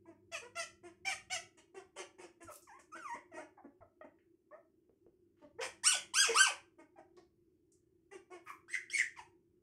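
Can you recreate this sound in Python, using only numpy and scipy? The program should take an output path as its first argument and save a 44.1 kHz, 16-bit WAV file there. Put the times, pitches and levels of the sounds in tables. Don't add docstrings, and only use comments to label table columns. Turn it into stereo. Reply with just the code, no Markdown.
import sys
import numpy as np
from scipy import signal
from scipy.fft import rfft, irfft
from scipy.io import wavfile
from scipy.ndimage import uniform_filter1d

SR = 44100
rng = np.random.default_rng(int(sys.argv[2]) if len(sys.argv) > 2 else 0)


def dump(signal):
    limited = np.clip(np.atleast_2d(signal).T, -1, 1)
    pcm = np.round(limited * 32767).astype(np.int16)
    wavfile.write(sys.argv[1], SR, pcm)


N = 424241

CLEAR, HUSKY, RASPY, GRAVELLY, HOARSE = .09, .17, .23, .36, .6


def voice(hz, effort, open_db, rough, fundamental_db=0):
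    size, tuned_hz = len(hz), 987
    onset = np.exp(-np.arange(size) / (.007 * SR))
    shut_db = -8 * onset
    rough = np.minimum(rough + .3 * onset, 1)
    octaves_above = np.log2(np.maximum(hz / tuned_hz, 1))
    jitter = .06 * rough * drift(size, size=100)
    cycles = np.cumsum(hz * (1 + jitter)) / SR
    harmonic = np.arange(1, 15000 // hz.min())[:, None]
    share = effort / effort.max()
    opening_db = open_db + 6 * np.log10(share + .02) + shut_db
    blur_db = -rough * harmonic * hz / 430
    shimmer_db = 11 * np.sqrt(rough) * drift((len(harmonic), size), size=500)
    partials = mouth(harmonic * hz, opening_db) * gain_of(blur_db + shimmer_db)
    partials[0] *= gain_of(fundamental_db + 7 * octaves_above)
    throb_db = 45 * np.minimum(rough, GRAVELLY) ** 2 * np.tanh(drift(size, size=130))
    phase = 2 * np.pi * (harmonic * cycles + rng.random(harmonic.shape))
    folds = (partials * gain_of(throb_db) * np.cos(phase)).sum(0)
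    puffs = (1 - cycles % 1) * rng.standard_normal(size) * np.sqrt(share)
    bin_hz = np.fft.rfftfreq(size, 1 / SR)
    above_pitch = 1 / (1 + (hz.mean() / (bin_hz + 1)) ** 6)
    breath = irfft(rfft(puffs) * mouth(bin_hz, open_db) * above_pitch, size) * gain_of(shut_db)
    breathiness = rough * gain_of(-7 * octaves_above)
    return effort * unit_rms((1 - rough) * unit_rms(folds) + breathiness * unit_rms(breath))


def mouth(hz, open_db):
    # frequency_hz, gain_db
    formants = [(180, -56), (300, -2.5), (756, -11.5), (953, -8), (1560, -15), (1730, -7.5), (2280, -6),
                (3230, -7), (3750, -18), (4250, -17), (4800, -12.5), (6150, -9), (7020, -13.5),
                (8900, -10.5), (10500, -26), (13000, -36.5), (15500, -52.5)]
    # frequency_hz, share_of_treble_loss
    muffle = [(320, 0.012), (620, 0.061), (2200, 0.59), (2900, 1.2), (4000, 1.135)]
    return gain_of(curve_at(formants, hz) + (open_db - 12) * curve_at(muffle, hz))


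def yelp(rise_s, fall_s, top_hz, end_hz, start_db, top_db, end_db, open_db, fundamental_db, rough,
         rise_bend, swell_bend):
    climb_hz = 742.4
    t = np.arange(-rise_s, fall_s, 1 / SR)
    before, after = np.maximum(-t / rise_s, 0), np.maximum(t / fall_s, 0)
    dropped = np.sin(np.pi / 2 * after ** .9) ** 2
    hz = top_hz - climb_hz * before ** rise_bend - (top_hz - end_hz) * dropped
    hz = uniform_filter1d(hz, size=300, mode="nearest")
    level_db = top_db + (start_db - top_db) * before ** swell_bend + (end_db - top_db) * after ** 1.17
    effort = gain_of(level_db) * signal.windows.tukey(len(t), .05)
    return voice(hz, effort, open_db, rough + .25 * after, fundamental_db)


def yelps():
    # start_s, rise_s, fall_s, top_hz, end_hz, start_db, top_db, end_db, open_db,
    # fundamental_db, roughness
    cries = [(5.832, 0.062, 0.08, 1506, 532, -36, -24.5, -39.5, 16, -2.5, CLEAR),
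             (6.135, 0.077, 0.082, 1647, 640, -36.5, -23.5, -40, 16, 1.5, CLEAR),
             (6.342, 0.079, 0.097, 1567, 551, -33, -22.5, -46.5, 13.5, 2.5, CLEAR)]
    squeals = [(8.681, 0.053, 0.02175, 2092, 1660, -50, -34.5, -38, 4, 0.85, HUSKY),
               (8.898, 0.06, 0.045, 2207, 1733, -41, -28.5, -35, 16.7, 1.3, RASPY)]
    return (track(yelp, cries, rise_bend=2.1, swell_bend=2.7)
            + track(yelp, squeals, rise_bend=3, swell_bend=1.2))


def short_call(length_s, pitch_hz, glide_octaves, level_db, open_db, rough, arch):
    attack_s, scoop_s = .007, .0067
    t = np.arange(0, 1.2 * length_s, 1 / SR)
    progress = np.minimum(t / length_s, 1)
    centred = progress - .5
    hz = pitch_hz * 2 ** (glide_octaves * centred) * (1 - arch * (2 * centred) ** 2)
    hz *= 1 - .12 * np.exp(-t / scoop_s)
    effort = np.minimum(t / attack_s, 1) * (1.1 + np.sin(np.pi * progress) ** 2)
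    release = np.clip((1.2 - t / length_s) / .25, 0, 1)
    return voice(hz, gain_of(level_db) * effort * release, open_db, rough)


def yips():
    # start_s, length_s, pitch_hz, glide_octaves, level_db, open_db, roughness; the rows at 8.727 and
    # 8.974 s are the hoarse tails of the two squeals
    calls = [(0.314, 0.059, 660, -0.33, -46.5, 15.5, HUSKY),
             (0.411, 0.066, 480.6, 0.094, -61.5, -4.5, HUSKY),
             (0.55, 0.088, 671.3, -0.21, -46.5, 14, HUSKY),
             (1.048, 0.085, 770.2, -0.32, -41.5, 12.5, HUSKY),
             (1.298, 0.072, 746.4, -0.13, -42.5, 15, HUSKY), (2.481, 0.037, 611, -0.5, -59, -9, RASPY),
             (3.568, 0.038, 813, -0.32, -62.5, -46.5, RASPY), (3.804, 0.034, 690, -0.38, -63, -41, RASPY),
             (4.508, 0.07, 614, 0.28, -60.5, -28.5, HUSKY), (5.582, 0.032, 487, .45, -51, -19, CLEAR),
             (5.602, 0.065, 514.8, -0.16, -45.5, 10, HOARSE),
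             (6.271, 0.084, 453.3, -0.25, -45, 11, GRAVELLY), (6.957, 0.052, 798, -0.2, -64.5, -22, CLEAR),
             (8.458, 0.069, 1197, -0.34, -54.5, -13.5, GRAVELLY),
             (8.727, 0.0433, 2030, -0.08, -44, 4, GRAVELLY),
             (8.974, 0.05, 2063, -0.08, -37.5, -1.5, GRAVELLY),
             (9.156, 0.06, 995, -0.82, -58.5, 4, GRAVELLY)]
    out = np.zeros(N)
    for start_s, length_s, pitch_hz, glide_octaves, level_db, open_db, rough in calls:
        arch = .015 * max(level_db + 49, 0)
        add(out, start_s, short_call(length_s, pitch_hz, glide_octaves, level_db, open_db, rough, arch))
    return out


def grunts():
    # start_s, length_s, pitch_hz, level_db, open_db, roughness
    calls = [(0.053, 0.074, 332, -61.5, -15.5, CLEAR), (0.83, 0.065, 353, -58, -1.5, CLEAR),
             (1.57, 0.035, 319.3, -66, 11, RASPY), (1.742, 0.063, 389.6, -56.5, 0.5, HUSKY),
             (1.956, 0.069, 192.4, -52, 7, RASPY), (2.182, 0.079, 184.8, -57.5, 4, RASPY),
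             (2.401, 0.042, 346.6, -59, -2, HUSKY), (2.783, 0.025, 304.7, -67.5, 5, RASPY),
             (2.949, 0.037, 329.7, -57, -1, RASPY), (3.141, 0.032, 307, -57.5, -5, RASPY),
             (3.331, 0.096, 313.8, -54, -5.5, HUSKY), (3.636, 0.038, 291, -59.5, -31, HUSKY),
             (4.039, 0.019, 311.5, -56, -21, HUSKY), (5.412, 0.046, 302.8, -62, -36, HUSKY),
             (6.781, 0.042, 315, -60.5, -8, CLEAR), (6.978, 0.024, 333, -60, -12, CLEAR),
             (7.165, 0.035, 374.6, -65.5, -12, HUSKY), (8.11, 0.059, 398.2, -57, 1.5, HUSKY),
             (8.3, 0.075, 365, -58, -4.5, HUSKY)]
    glide_octaves, arch = -.13, .06
    out = np.zeros(N)
    for start_s, length_s, pitch_hz, level_db, open_db, rough in calls:
        add(out, start_s, short_call(length_s, pitch_hz, glide_octaves, level_db, open_db, rough, arch))
    return out


def whimpers():
    # time_s, pitch_hz
    contours = [
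        [(2.466, 1460), (2.49, 1310), (2.525, 1272)],
        [(2.667, 1292), (2.683, 994), (2.71, 769), (2.745, 1041), (2.79, 1132)],
        [(2.91, 1420), (2.93, 1196), (2.97, 1605), (3.03, 1345), (3.1, 931.5), (3.135, 945), (3.165, 1240)],
        [(3.312, 712), (3.335, 638), (3.37, 626), (3.405, 770)],
        [(4.009, 641), (4.03, 612), (4.052, 738)],
    ]
    # start_db, end_db, lip_leak_db
    levels = [(-51, -48.5, -13), (-50.5, -59, -12.5), (-45, -43, -12.5), (-52, -46, -20), (-47, -58, -45)]
    nose_hz, lips_hz = 2350, 5500
    out = np.zeros(N)
    for contour, (start_db, end_db, leak_db) in zip(contours, levels):
        time_s, pitch_hz = np.transpose(contour)
        t = np.arange(time_s[0], time_s[-1], 1 / SR)
        hz = uniform_filter1d(np.interp(t, time_s, pitch_hz), size=600, mode="nearest")
        effort = gain_of(np.linspace(start_db, end_db, len(t))) * signal.windows.tukey(len(t), .15)
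        note = voice(hz, effort, open_db=6, rough=CLEAR)
        nose = filtered(note, nose_hz, "low", order=6)
        lips = filtered(note, lips_hz, "high", order=6)
        add(out, time_s[0], nose + gain_of(leak_db) * lips)
    return out


def scuffs():
    # start_s, level_db, upper_edge_hz
    scrapes = [(2.427, -55, 9600), (2.621, -57.5, 8650), (2.796, -60, 9100), (4.186, -65, 2450),
               (7.167, -58.5, 5620), (7.719, -64, 9000)]
    t = np.arange(3000) / SR
    envelope = np.exp(-t / .011) + .65 * np.exp(-t / .045)
    out = np.zeros(N)
    for start_s, level_db, edge_hz in scrapes:
        grit = rng.standard_normal(len(t)) * envelope
        add(out, start_s, gain_of(level_db) * filtered(grit, [edge_hz / 1.62, edge_hz], "band"))
    return out


def rustles():
    # start_s, length_s, level_db, low_hz, high_hz
    brushes = [(2.482, 0.11, -57.5, 4140, 15200), (5.337, 0.18, -72.5, 1006, 3600),
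               (8.425, 0.14, -68, 8370, 15000)]
    out = np.zeros(N)
    for start_s, length_s, level_db, low_hz, high_hz in brushes:
        size = round(length_s * SR)
        grit = rng.standard_normal(size) * gain_of(level_db + 5.9 * drift(size, size=150))
        add(out, start_s, filtered(grit * np.hanning(size), [low_hz, high_hz], "band"))
    return out


def thumps():
    # start_s, level_db, pitch_hz
    bumps = [(2.448, -56.5, 95), (3.805, -58.5, 93.9), (4.895, -56, 445), (5.065, -52, 440)]
    out = np.zeros(N)
    for start_s, level_db, pitch_hz in bumps:
        cycles = pitch_hz * np.arange(4000) / SR
        envelope = np.exp(-cycles / 1.5) * np.minimum(cycles / .09, 1)
        add(out, start_s, gain_of(level_db) * envelope * np.sin(2 * np.pi * cycles))
    return out


def room(source, right_lag_samples, wet_db):
    # frequency_hz, t60_s
    decay = [(400, 0.24), (1200, 0.29), (8000, 0.23)]
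    # frequency_hz, left_over_right_db
    balance = [(300, 2.5), (1300, -2.5), (4400, 8), (9000, 2.5)]
    size = SR // 2
    slots = np.arange(130, size - 20, 20)
    arrivals = slots + rng.integers(0, 20, (2, len(slots)))
    echoes = np.zeros((2, size))
    np.put_along_axis(echoes, arrivals, rng.choice([-1., 1.], arrivals.shape), 1)
    hz, t, spectra = signal.stft(echoes, SR, nperseg=256)
    coherence = 1 / (1 + (hz[:, None] / 700) ** 4)
    spectra[1] = coherence * spectra[0] + np.sqrt(1 - coherence ** 2) * spectra[1]
    spectra *= gain_of(-60 * t / curve_at(decay, hz)[:, None])
    tail = signal.istft(spectra, SR, nperseg=256)[1][:, :size]
    bin_hz = np.fft.rfftfreq(size, 1 / SR)
    side = np.array([[1], [-1]])
    direct = np.exp(1j * np.pi * bin_hz * side * right_lag_samples / SR)
    path = direct + gain_of(wet_db) * rfft(tail / np.linalg.norm(tail[0]))
    path *= gain_of(side * curve_at(balance, bin_hz) / 2)
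    response = np.roll(irfft(path, size), 512, 1)
    return signal.fftconvolve(source[None], response, axes=1)[:, 512:N + 512]


def rumble_and_hum():
    # frequency_hz, relative_db
    colour = [(25, -30.5), (85, -8.5), (200, -18), (295, -16), (350, 2.5), (400, -12), (480, -30.5),
              (750, -41.5), (15500, -51)]
    # frequency_hz, coherence
    likeness = [(40, 0.026), (300, 0.64), (2000, 0.057)]
    # time_s, deep_rumble_db, hum_100_hz_db, hum_200_hz_db
    swells = [(0, -0.5, -73, -74.5), (1.451, 7.5, -75, -74.5), (1.55, -2, -111, -100.5),
              (3.499, -1.5, -83, -118), (4.602, -7, -91, -99.5), (6.001, 6.5, -79, -70.5),
              (6.699, 0.5, -108, -97.5)]
    time_s, deep_db, low_db, high_db = np.transpose(swells)
    rumble_db = -69
    frames, hz = N // 512 + 5, np.fft.rfftfreq(2048, 1 / SR)
    left_re, left_im, apart_re, apart_im, patches = rng.standard_normal((frames, 1025, 5)).T
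    patches_db = 2 * unit_rms(uniform_filter1d(uniform_filter1d(patches, 6, 0), 12, 1))
    coherence = curve_at(likeness, hz)[:, None]
    left = left_re + 1j * left_im
    right = coherence * left + np.sqrt(1 - coherence ** 2) * (apart_re + 1j * apart_im)
    swell_db = (hz < 180)[:, None] * np.interp(np.arange(frames) * 512 / SR, time_s, deep_db)
    spectra = np.array([left, right]) * gain_of(curve_at(colour, hz)[:, None] + patches_db + swell_db)
    noise = unit_rms(signal.istft(spectra, nperseg=2048, noverlap=1536)[1][:, :N])
    t = np.arange(N) / SR
    hum = sum(gain_of(np.interp(t, time_s, level_db)) * np.sin(2 * np.pi * hum_hz * t)
              for hum_hz, level_db in ((100, low_db), (200, high_db)))
    return gain_of(rumble_db) * noise + hum


def gain_of(db):
    return 10 ** (np.asarray(db) / 20)


def unit_rms(x):
    return x / np.sqrt(np.mean(x ** 2) + 1e-20)


def drift(shape, size):
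    return unit_rms(uniform_filter1d(uniform_filter1d(rng.standard_normal(shape), size), size))


def curve_at(points, hz):
    point_hz, value = np.transpose(points)
    return np.interp(np.log(hz + 1), np.log(point_hz + 1), value)


def filtered(x, hz, kind, order=2):
    return signal.sosfilt(signal.butter(order, hz, kind, fs=SR, output="sos"), x)


def add(mix, start_s, sound):
    part = mix[round(start_s * SR):][:len(sound)]
    part += sound[:len(part)]


def track(source, rows, **settings):
    out = np.zeros(N)
    for start_s, *row in rows:
        add(out, start_s, source(*row, **settings))
    return out


def scene():
    yipping, grunting, yelping, whimpering = yips(), grunts(), yelps(), whimpers()
    movement = scuffs() + rustles() + thumps()
    return (room(yipping, right_lag_samples=-2.5, wet_db=-2)
            + room(grunting + movement, right_lag_samples=4.8, wet_db=-1)
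            + room(yelping, right_lag_samples=10.1, wet_db=-2.5)
            + room(whimpering, right_lag_samples=7.9, wet_db=-6)
            + rumble_and_hum())


def record(dry):
    dip_hz, width_hz, depth, edge_hz = 3800, 1400, .53, 15720
    band = signal.lfilter(*signal.iirpeak(dip_hz, dip_hz / width_hz, fs=SR), dry)
    low_pass = signal.firwin(511, edge_hz, window=("kaiser", 9), fs=SR)
    return signal.oaconvolve(dry - depth * band, low_pass[None], "same")


dry = scene()
out = record(dry)
dump(out)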